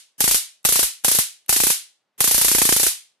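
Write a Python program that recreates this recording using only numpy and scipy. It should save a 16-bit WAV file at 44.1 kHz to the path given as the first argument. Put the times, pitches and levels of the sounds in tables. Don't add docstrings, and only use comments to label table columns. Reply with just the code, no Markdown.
import sys
import numpy as np
from scipy import signal
from scipy.fft import rfft, irfft
from scipy.io import wavfile
from scipy.ndimage import uniform_filter1d, minimum_filter1d

SR = 44100
rng = np.random.default_rng(int(sys.argv[2]) if len(sys.argv) > 2 else 0)


def materialize(psi):
    bounded = np.clip(np.atleast_2d(psi).T, -1, 1)
    quanta = np.round(bounded * 32767).astype(np.int16)
    wavfile.write(sys.argv[1], SR, quanta)


def invert_db(x):
    u = np.asarray(x, float) / 20
    return 10 ** u


N = 141120
LEAD = SR // 4


def evened(x):
    return x / np.sqrt(np.mean(x ** 2) + 1e-20)


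def read(points, hz):
    f, value = np.transpose(points)
    return np.interp(np.log(hz + 1), np.log(f + 1), value)


def coloured(x, points):
    hz = np.fft.rfftfreq(x.shape[-1], 1 / SR)
    return irfft(rfft(x) * invert_db(read(points, hz)), x.shape[-1])


def add(mix, s, sound):
    part = mix[:, round(s * SR) + LEAD:][:, :sound.shape[1]]
    part += sound[:, :part.shape[1]]


def room_tone():
    # f/Hz, level/dB
    tone_colour = [(50, -25), (150, -9), (300, -7.5), (620, -3.5), (950, -6), (4000, -14), (15000, -36)]
    level_db, low_hz = -78.5, 105
    noise = rng.standard_normal((3, N))
    no_rumble = signal.butter(4, low_hz, "high", fs=SR, output="sos")
    tone = signal.sosfilt(no_rumble, noise[:2] + 1.7 * noise[2])
    return invert_db(level_db) * evened(coloured(tone, tone_colour))


def echo():
    # f/Hz, t/s
    ring_times = [(200, 0.12), (800, 0.24), (1600, 0.3), (3200, .33), (6400, 0.27), (9000, 0.25),
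                  (14000, 0.17)]
    # f/Hz, likeness (0 to 1)
    likeness = [(200, 1), (700, 0.92), (1400, 0.44), (6000, 0.073)]
    early_db, early_s = -24, 0.0042
    late_db, late_stretch = -21.5, 1.47
    n = SR // 2
    hz, t, (a, b) = signal.stft(rng.standard_normal((2, n)), SR, nperseg=128)
    same = np.clip(read(likeness, hz), 0, 1)[:, None]
    z = np.array([a, same * a + np.sqrt(1 - same ** 2) * b])
    fall_db = -60 * t / read(ring_times, hz)[:, None]
    fade_out = np.cos(np.pi * t.clip(0, .5))
    z *= invert_db(fall_db) + invert_db(late_db + fall_db / late_stretch) * fade_out
    tail = signal.istft(z, SR, nperseg=128)[1][:, :n]
    return tail * (1 + invert_db(early_db) * np.exp(-np.arange(n) / SR / early_s))


def button(db):
    # f/Hz, level/dB
    click_colour = [(290, -58.5), (500, -31), (3370, -7), (4800, -13), (8990, -5), (11400, -2),
                    (15000, -41.5)]
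    click_s, room_db = 0.0024, -42.5
    t = np.arange(SR // 2) / SR
    tick = rng.standard_normal(len(t)) * np.exp(-t / click_s)
    tick = tick + invert_db(room_db) * echo()
    return invert_db(db + 4.5) * coloured(tick, click_colour)[:, :SR // 4]


def knock():
    level_db, pitch_hz, decay_s = -16.5, 824, 0.0031
    t = np.arange(SR // 30) / SR
    swell = t / decay_s * np.exp(-t / decay_s)
    return invert_db(level_db) * np.sin(2 * np.pi * pitch_hz * t) * swell * np.ones((2, 1))


def microphone_sag(t):
    level_db, swing_hz, decay_s, rise_s = -43.5, 31, .019, .0015
    shared = 2.5 * rng.standard_normal()
    size = shared + rng.standard_normal((2, 1))
    sag = np.cos(2 * np.pi * swing_hz * t) * (np.exp(-t / decay_s) - np.exp(-t / rise_s)) * size
    return sag * invert_db(level_db) * np.cos(np.pi / 2 * t / t[-1])


def kicks(left_db, right_db):
    kick_s, stray_leak_s, rise_s = .0004, .00045, .00005
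    rebound_s = .0015
    stray, stray_s = .6, .004
    soon_s, late_s = .0008, .0023
    low_hz = 130
    rattle_db, rattle_s, rattle_hz = -2, 0.0059, (575, 2930)
    right_is_hard = right_db > -8.5
    t = np.arange(SR // 5) / SR
    short_t = t[:SR // 50]

    at = rng.uniform(0, 2.5 * stray_s, (2, 16))
    size = stray * rng.standard_normal((2, 16)) * np.exp(-at / stray_s)
    at[:, 0] = np.array([soon_s, soon_s if right_is_hard else late_s]) + at[:, 0] / 20
    at[:, 1] = at[:, 0] + rebound_s * np.array([rng.uniform(0.61, 1.2), 1])
    size[:, :2] = 1, -1
    size[1, 2:] /= 2 if right_is_hard else 1

    age = np.maximum(short_t - at[..., None], 0)
    leak_s = np.r_[kick_s, kick_s, np.full(14, stray_leak_s)][:, None]
    shape = np.exp(-age / leak_s) - np.exp(-age / rise_s)
    jumps = (size[..., None] * shape).sum(1)
    jumps = signal.lfilter(*signal.butter(1, low_hz, "high", fs=SR), jumps)
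    rattle = rng.standard_normal(jumps.shape) * np.exp(-short_t / rattle_s)
    jumps += invert_db(rattle_db) * signal.lfilter(*signal.butter(2, rattle_hz, "band", fs=SR), rattle)
    strength = np.sqrt((jumps ** 2).sum(1, keepdims=True) / 30)
    jumps *= invert_db(np.array([[left_db], [right_db]])) / strength

    sound = microphone_sag(t)
    sound[:, :SR // 50] += jumps
    return sound


def spark(db, first, usual):
    # f/Hz, level/dB
    spark_colour = [(120, -68), (250, -24), (1200, -17), (3800, -5.5), (8000, -0.5), (11000, 3.5),
                    (14000, -1.5), (16500, -13.5)]
    level_db, first_db, crack_s = -15.5, -2, 0.0018
    steady = .55
    n = SR // 2
    room = steady * usual + np.sqrt(1 - steady ** 2) * echo()
    sound = coloured(np.pad(room, ((0, 0), (0, 400))), spark_colour)[:, :n]
    crack = 1 + first * invert_db(first_db) * np.exp(-np.arange(n) / SR / crack_s)
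    return invert_db(level_db + db) * crack * sound / np.sqrt(np.mean(sound[:, :1500] ** 2))


def scene():
    # t/s, level/dB
    earlier_sparks = [
        (-.21, 3.5),
        (-.175, -10.5),
        (-.14, 0),
    ]
    # t/s, left kick level/dB, right kick level/dB
    short_bursts = [(0.2052, -21, -10), (0.2407, -8.5, -18), (0.2772, -7, -18.5), (0.3111, -11.5, -15.5),
                    (0.3446, -12.5, -12), (0.65, -3, -9), (0.6879, -11.5, -12), (0.723, -13.5, -15.5),
                    (0.7569, -9.5, -16), (0.7918, -5, -17.5), (0.8289, -12.5, -14.4), (1.046, -10, -9),
                    (1.0812, -9.5, -10), (1.1145, -13.5, -14), (1.1487, -14, -16.5), (1.1862, -10, -9),
                    (1.493, -11, -9.5), (1.526, -11.5, -15.0), (1.5623, -19, -10), (1.6012, -10, -13.5),
                    (1.635, -21, -6), (1.668, -18, -8), (1.7013, -14, -11.5)]
    # t/s, left kick level/dB, right kick level/dB
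    long_burst = [(2.2051, -7, -8.5), (2.2409, -18, -9), (2.2752, -12, -10.5), (2.3107, -21.5, -9),
                  (2.3439, -25.5, -11), (2.3789, -21.5, -10), (2.413, -12, -9.5), (2.4462, -11, -9.5),
                  (2.4818, -13, -11.5), (2.5149, -19.5, -8), (2.5482, -17.5, -3.5), (2.5828, -12, -8.5),
                  (2.6168, -12.5, -2), (2.6522, -19, -7), (2.6904, -11, -3.5), (2.7236, -9.5, -3.5),
                  (2.7631, -12, -13.5), (2.797, -16.5, -10.5), (2.8305, -15.5, -9), (2.8654, -23, -8.5)]
    # t/s, level/dB
    clicks = [
        (0.63, -50),
        (1.027, -51.5),
        (1.462, -43.5),
    ]
    spread_db = 0.5
    mix = np.zeros((2, N + LEAD))
    usual = echo()
    for s, db in earlier_sparks:
        add(mix, s, spark(db, False, usual))
    last = 0
    for s, left_db, right_db in list(short_bursts) + list(long_burst):
        first = s - last > 1 / 10
        add(mix, s, spark(spread_db * rng.standard_normal(), first, usual))
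        add(mix, s, kicks(left_db, right_db))
        if first:
            add(mix, s, knock())
        last = s
    for s, db in clicks:
        add(mix, s, button(db))
    return mix[:, LEAD:] + room_tone()


def holes(x):
    weak_db, depth_db = -4.1, -40
    low_hz, high_hz = 2300, 5800
    top_hz = (13600, 15000)
    hz, _, z = signal.stft(x, SR, nperseg=2048)
    power = uniform_filter1d((abs(z) ** 2).mean(0), size=3, axis=1)
    power = uniform_filter1d(power, size=2, axis=0)
    around = uniform_filter1d(power, size=30, axis=0)
    kept = 1. * (power > invert_db(2 * weak_db) * around)
    kept = minimum_filter1d(minimum_filter1d(kept, size=3, axis=0), size=2, axis=1)
    weak = (kept == 0) & ((hz > low_hz) & (hz < high_hz))[:, None]
    edge = np.repeat(rng.uniform(*top_hz, z.shape[2]), 2)[:z.shape[2]]
    weak |= hz[:, None] > edge
    level = (abs(z) ** 2).sum((0, 1))
    weak &= np.roll(level, 2) > level / 10
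    return signal.istft(z * np.where(weak, invert_db(depth_db), 1), SR, nperseg=2048)[1][:, :N]


def smear(x):
    starts = [
        .180,
        .643,
        1.038,
        1.482,
        2.179,
    ]
    level_db, decay_s = -20.5, 0.018
    t = np.arange(SR // 35) / SR
    noise = rng.standard_normal((2, len(t))) * np.exp(-t / decay_s)
    noise = noise / np.linalg.norm(noise[0])
    ahead = signal.fftconvolve(x[:, ::-1], noise, axes=1)[:, :N][:, ::-1]
    now = np.arange(N) / SR - np.array(starts)[:, None]
    gate = uniform_filter1d(((now > 0) & (now < 1 / 30)).sum(0) * 1., size=80)
    return invert_db(level_db) * gate * ahead


def roll_off(x):
    return signal.sosfilt(signal.butter(12, 15500, fs=SR, output="sos"), x)


def record(dry):
    ceiling, edge_hz = 0.68, 15000
    x = ceiling * np.tanh(dry / ceiling)
    x = signal.sosfiltfilt(signal.butter(8, edge_hz, fs=SR, output="sos"), x)
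    return roll_off(holes(x) + smear(x))


dry = scene()
out = record(dry)
materialize(out)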